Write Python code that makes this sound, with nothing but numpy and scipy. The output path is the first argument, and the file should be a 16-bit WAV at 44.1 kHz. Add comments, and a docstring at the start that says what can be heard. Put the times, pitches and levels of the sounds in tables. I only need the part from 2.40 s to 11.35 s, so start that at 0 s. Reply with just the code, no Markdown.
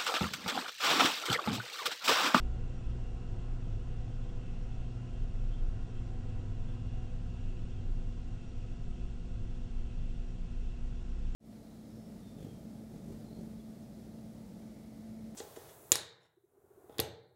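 """Powder extinguisher in an industrial yard

A distant turbulent jet makes a soft roar that sinks as the bottle empties and its pressure falls.
Below it, plant fans, motors and transformers hum at multiples of their rotation and supply rates,
and a distant vehicle moves off. The tape camcorder that hears them adds drive hum, hiss and faint
buzz, and its notch filters cut narrow gaps where its head drum would whine."""
import sys
import numpy as np
from scipy import signal
from scipy.fft import rfft, irfft, next_fast_len
from scipy.io import wavfile

SR = 44100
rng = np.random.default_rng(int(sys.argv[2]) if len(sys.argv) > 2 else 0)


def transcribe(signal):
    """Save signal, clipped to [-1, 1], as a 16-bit WAV file at the path in sys.argv[1]."""
    frames = np.atleast_2d(signal).T
    limited = np.clip(frames, -1, 1)
    pcm = np.round(limited * 32767).astype(np.int16)
    wavfile.write(sys.argv[1], SR, pcm)


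N = 394694
TIME = np.arange(N) / SR
FFT_SIZE = next_fast_len(N)
HZ = np.arange(FFT_SIZE // 2 + 1) * SR / FFT_SIZE

MAINS_HZ, FAN_HZ, SHAFT_HZ = 60.02, 58.34, 58.4875
FRAME_HZ, FIELD_HZ, DRUM_HZ, CUTOFF_HZ = 29.97, 59.94, 300, 9975
WHINE_MULTIPLE, GLIDE_START_S = 48, 4.0
HISS_DB, RUMBLE_DB, RUMBLE_RISE_DB_PER_S, MOTOR_DB = -68, -39.5, 0.03, -0.5

# Spectra of broadband noise: frequency_hz, relative_density_db
HISS_SPECTRUM = [(400, -29.5), (1000, -1.5), (2000, -1.5), (3200, 1.5), (4500, -3.5), (6500, -5.5),
                 (7700, -7), (8700, -11.5), (9400, -17), (10400, -31.5)]
RUMBLE_SPECTRUM = [(10, -31.5), (14, 0), (22, 1.5), (30, -5.5), (38, -8.5), (48, -6.5), (70, -20),
                   (84, -13), (95, -14), (110, -13.5), (135, -21.5), (170, -21), (220, -26.5), (300, -32),
                   (500, -47)]
LOWER_ROAR_SPECTRUM = [(130, -37), (250, -5), (340, 1), (450, 0.5), (540, -3), (680, -4.5), (900, -24.5)]
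UPPER_ROAR_SPECTRUM = [(500, -26), (700, 0), (800, 1), (1100, -3), (1500, -4.5), (2000, -8), (3000, -24.5),
                       (5000, -42)]
# Harmonics of periodic sources: multiple, relative_level_db
PICTURE_HARMONICS = [(68, -97), (72, -99), (73, -98), (77, -101), (80, -109), (83, -100), (87, -100),
                     (88, -100), (89, -97), (91, -104), (94, -102), (95, -94), (97, -95), (101, -100),
                     (103, -102), (106, -103), (107, -103), (108, -99), (109, -103), (112, -103),
                     (114, -100), (117, -100), (118, -102), (119, -105), (120, -106), (121, -100),
                     (122, -103), (123, -95), (125, -105), (126, -103), (129, -102), (131, -106),
                     (133, -107), (138, -104), (139, -104), (140, -113), (141, -105), (142, -102),
                     (144, -108), (151, -112), (153, -108), (158, -115)]
TAPE_DRIVE_HARMONICS = [(5, -60), (19, -83), (21, -84), (23, -74), (24, -75), (32, -87), (43, -85),
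                        (44, -87), (48, -90), (66, -90)]
MAINS_HARMONICS = [(4, -55.5), (6, -68), (14, -82), (26, -89), (28, -94), (36, -95)]
FAN_HARMONICS = [(3, -66), (4, -70), (7, -74), (9, -74), (10, -83), (11, -82)]
MOTOR_HARMONICS = [(24, -93), (25, -89), (28, -91), (33, -97), (35, -94), (37, -100), (40, -98), (43, -97),
                   (44, -84), (45, -86), (46, -82), (47, -87), (49, -94), (50, -88), (52, -99), (53, -87),
                   (56, -96), (57, -102), (59, -89), (60, -95)]
# Narrow noise bands, heard as breathy whistles and rings: centre_hz, width_hz, relative_level_db
STEADY_BANDS = [(163, 8, -62), (177, 8, -62), (200, 14, -65), (2045, 20, -95), (2280, 30, -94),
                (3960, 30, -96), (4280, 30, -96)]
SIZZLE_BANDS = [(5250, 30, -91), (5580, 60, -91), (5700, 30, -87.5)]
RING_BANDS = [(3167, 25, -85), (3450, 150, -84)]
COOLING_AIR_BANDS = [(2600, 260, -77.5), (2760, 80, -83), (2800, 25, -90), (2920, 40, -88)]
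JET_BANDS = [(286, 10, -12), (335, 12, -8), (360, 14, -7), (495, 20, -6), (800, 30, -17), (960, 16, -20),
             (1018, 14, -19), (1080, 18, -19), (1270, 30, -19), (1350, 12, -21), (1420, 70, -17),
             (1560, 14, -24)]
# Brief rises of the rings and of the motor: centre_s, rise_db, length_s
RING_SWELLS = [(2.62, 5, .12), (3.15, 10, .12), (3.6, 5, 0.11), (4.3, 8, .2), (4.88, 5, 0.22)]
MOTOR_SWELLS = [(2.05, 4, 0.29), (2.68, 2.5, 0.18), (3.15, 2.5, 0.16), (4.45, 1.5, .45), (5.05, 2.5, 0.48),
                (7.6, 1.5, .5), (8.35, 3, 0.31), (8.9, 2.5, 0.29)]
# Envelopes of the deepest hum and of the strongest motor tone: time_s, level_db
DEEP_ENVELOPE = [(0, -39), (.3, -44.5), (.8, -37), (1.5, -40), (2.0, -43.5), (2.65, -42.5), (2.82, -31),
                 (3.3, -34), (3.55, -49), (4.0, -39.5), (4.6, -42), (5.0, -40.5), (5.33, -53.5),
                 (5.5, -32.5), (5.9, -45), (6.35, -37.5), (6.55, -43.5), (7.3, -38.5), (8.2, -38),
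                 (8.95, -40.5)]
WHINE_ENVELOPE = [(0.0, -75.5), (2.27, -80.5), (2.72, -73), (2.81, -79.5), (4.13, -79), (4.66, -70),
                  (4.71, -83), (5.01, -73), (5.53, -78), (7.65, -78.5), (8.13, -83), (8.37, -79),
                  (8.92, -81), (8.95, -75)]
# Cuts at odd multiples of the drum whine: multiple, width_hz, gain_db
ODD_NOTCHES = [(3, 45, -6.5), (7, 35, -7), (9, 10, -9), (11, 40, -9), (13, 45, -8), (17, 45, -8),
               (27, 40, -8)]
# Throb near 100 Hz: time_s, pitch_hz, level_db
THROB_CURVE = [(0, 106, -55), (1, 101.1, -49.5), (1.6, 99, -53), (2.6, 100, -48.5), (4.3, 100, -47.5),
               (5.2, 99.2, -47), (6, 96.7, -52), (6.9, 105.6, -50.5), (7.7, 103, -50), (8.2, 98.5, -60.5),
               (8.95, 98.9, -60)]
# Tones of a distant vehicle, which hold their pitch, then glide down as it moves off:
# start_hz, end_hz, start_db, glide_start_db, end_db, wander_hz, waver_db
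VEHICLE_TONES = [(58.45, 57, -46, -50, -48.5, 1.3, 4), (118.84, 113.5, -44.5, -46.5, -60.5, 1.1, 2),
                 (259.8, 249, -64, -61.5, -66.5, 2.2, 2.5), (648, 635, -81, -73, -88, 2.5, 1),
                 (752, 733, -69, -74, -84, 4.5, 4)]
# Decline of the jet as the bottle empties: time_s, upper_roar_db, lower_roar_db
JET_ENVELOPE = [(0, -64.5, -58.5), (.7, -66.5, -59.5), (2.8, -67, -60.5), (3.8, -66, -60.5),
                (5.2, -68.5, -62.5), (6.6, -70.5, -63.5), (8, -69.5, -64), (8.95, -68.5, -65)]


def amp(db):
    """The decibel scale: amplitude grows tenfold every 20 dB."""
    return 10 ** (np.asarray(db) / 20)


def curves(rows):
    """Linear interpolation: each column after the time gets one value per sample."""
    times, *columns = np.transpose(rows)
    return [np.interp(TIME, times, column) for column in columns]


def noise(gain):
    """Linear filtering: white noise takes on the spectrum of the gain, then is scaled to rms 1."""
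    spectrum = rfft(rng.standard_normal(FFT_SIZE)) * gain
    shaped = irfft(spectrum, FFT_SIZE)[:N]
    return shaped / np.sqrt(np.mean(shaped ** 2))


def coloured(spectrum):
    """Spectral shaping: noise density follows the given points along a logarithmic frequency axis."""
    hz, db = np.transpose(spectrum)
    density_db = np.interp(np.log(HZ + 1), np.log(hz), db, left=-120, right=-120)
    return noise(amp(density_db))


def drift(rate_hz):
    """Random modulation: low-pass noise of rms 1 fluctuates slowly."""
    return noise(1 / (1 + (HZ / rate_hz) ** 2))


def swells(table):
    """Gaussian envelopes: bell-shaped rises add in dB."""
    return sum(db * np.exp(-(2 * (TIME - centre_s) / length_s) ** 2) for centre_s, db, length_s in table)


def whistles(bands):
    """Resonance: noise gathers in narrow bands, whose powers add."""
    density = sum(amp(2 * db) / width / (1 + (2 * (HZ - hz) / width) ** 2) ** 2
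                  for hz, width, db in bands)
    total_power = sum(amp(2 * db) for _, _, db in bands)
    return noise(np.sqrt(density)) * np.sqrt(total_power)


def harmonics(base_hz, table, waver_db=1.0, flicker_db=0):
    """Fourier series: multiples of one rate waver together, and may flicker apart in five groups."""
    phase = 2 * np.pi * base_hz * TIME
    offsets = 2 * np.pi * rng.random(200)
    flicker = [amp(flicker_db * drift(6.6)) if flicker_db else 1 for _ in range(5)]
    series = sum(amp(db) * flicker[k % 5] * np.sin(k * phase + offsets[k]) for k, db in table)
    return np.sqrt(2) * series * amp(waver_db * drift(0.85))


def tone(hz, db, wander_hz, waver_db):
    """Frequency and amplitude modulation: a sine wanders in pitch and wavers in level."""
    phase = 2 * np.pi * np.cumsum(hz + wander_hz * drift(6.08)) / SR
    return np.sqrt(2) * amp(db + waver_db * drift(4.0)) * np.sin(phase)


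def drum_notches(sound):
    """Band rejection: filters in series cut narrow gaps at multiples of the head drum's whine."""
    even_notches = [(k, 55, -9.5) for k in range(2, 34, 2)]  # multiple, width_hz, gain_db
    gain = np.ones(len(HZ))
    for k, width_hz, db in ODD_NOTCHES + even_notches:
        gain = gain * (1 - (1 - amp(db)) / (1 + 2j * (HZ - k * DRUM_HZ) / width_hz))
    return irfft(rfft(sound, FFT_SIZE) * gain, FFT_SIZE)[:, :N]


def tape_drive():
    """Structure-borne sound: the drive's hum reaches the microphone through the housing."""
    return harmonics(FRAME_HZ, TAPE_DRIVE_HARMONICS)


def plant_rumble():
    """A continuous spectrum: low noise from the plant is heard as a nearly level rumble."""
    return amp(RUMBLE_DB + RUMBLE_RISE_DB_PER_S * TIME) * coloured(RUMBLE_SPECTRUM)


def low_drones():
    """Modulation: a deep hum swells, another throbs, a vehicle's drone sinks and fades as it leaves."""
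    times = [0, GLIDE_START_S, N / SR]
    vehicle = np.zeros(N)
    for start_hz, end_hz, *levels_db, wander_hz, waver_db in VEHICLE_TONES:
        pitch_hz = np.interp(TIME, times, [start_hz, start_hz, end_hz])
        vehicle += tone(pitch_hz, np.interp(TIME, times, levels_db), wander_hz, waver_db)
    deep_db, = curves(DEEP_ENVELOPE)
    deep = tone(hz=27.4, db=deep_db, wander_hz=1.786, waver_db=3)
    throb = tone(*curves(THROB_CURVE), wander_hz=3.02, waver_db=3.5)
    return deep + throb + vehicle


def plant_whistles():
    """Narrow-band noise has a breathy pitch: some bands hold steady, high ones flicker or flare."""
    steady = whistles(STEADY_BANDS)
    sizzle = whistles(SIZZLE_BANDS) * amp(1.7 * drift(8.0))
    rings = whistles(RING_BANDS) * amp(swells(RING_SWELLS) + 3.6 * drift(8.9))
    return steady + sizzle + rings


def transformers():
    """Forced vibration: the alternating supply drives a hum at even multiples of its frequency."""
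    return harmonics(MAINS_HZ, MAINS_HARMONICS)


def fans():
    """Periodic motion: a fan radiates tones at multiples of its rotation rate."""
    return harmonics(FAN_HZ, FAN_HARMONICS)


def motor():
    """Rotation and flow noise: shaft harmonics and cooling air swell as the air carries them."""
    gain = amp(MOTOR_DB + swells(MOTOR_SWELLS) + 1.5 * drift(5.0))
    whine_db, = curves(WHINE_ENVELOPE)  # the strongest harmonic has a level of its own
    whine = tone(WHINE_MULTIPLE * SHAFT_HZ, whine_db, wander_hz=0.8, waver_db=1.1)
    shaft_tones = harmonics(SHAFT_HZ, MOTOR_HARMONICS, waver_db=0.33, flicker_db=2.7)
    return whine + gain * (shaft_tones + whistles(COOLING_AIR_BANDS))


def extinguisher_jet():
    """Turbulence radiates broadband noise: the roar and its faint resonances sink with the pressure."""
    upper_db, lower_db = curves(JET_ENVELOPE)
    upper_roar = amp(upper_db) * coloured(UPPER_ROAR_SPECTRUM) * amp(0.5 * drift(4.7))
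    lower_roar = amp(lower_db + 0.5) * coloured(LOWER_ROAR_SPECTRUM)
    resonances = amp(lower_db) * whistles(JET_BANDS)
    return upper_roar + lower_roar + resonances


def scene():
    """Superposition: the pressures of jet, background and tape drive add at one microphone."""
    jet = extinguisher_jet()
    background = plant_rumble() + transformers() + fans() + motor() + low_drones() + plant_whistles()
    return (jet + background + tape_drive())[None]


def record(dry):
    """Additive noise and band limiting: amplifier hiss, notches, picture-circuit buzz, a steep top cut."""
    hiss = amp(HISS_DB) * coloured(HISS_SPECTRUM)
    buzz = harmonics(FIELD_HZ, PICTURE_HARMONICS, waver_db=0.7, flicker_db=2.0)
    low_pass = signal.ellip(14, 0.3, 70, CUTOFF_HZ, fs=SR, output="sos")
    return signal.sosfilt(low_pass, drum_notches(dry + hiss) + buzz)


dry = scene()
out = record(dry)
transcribe(out)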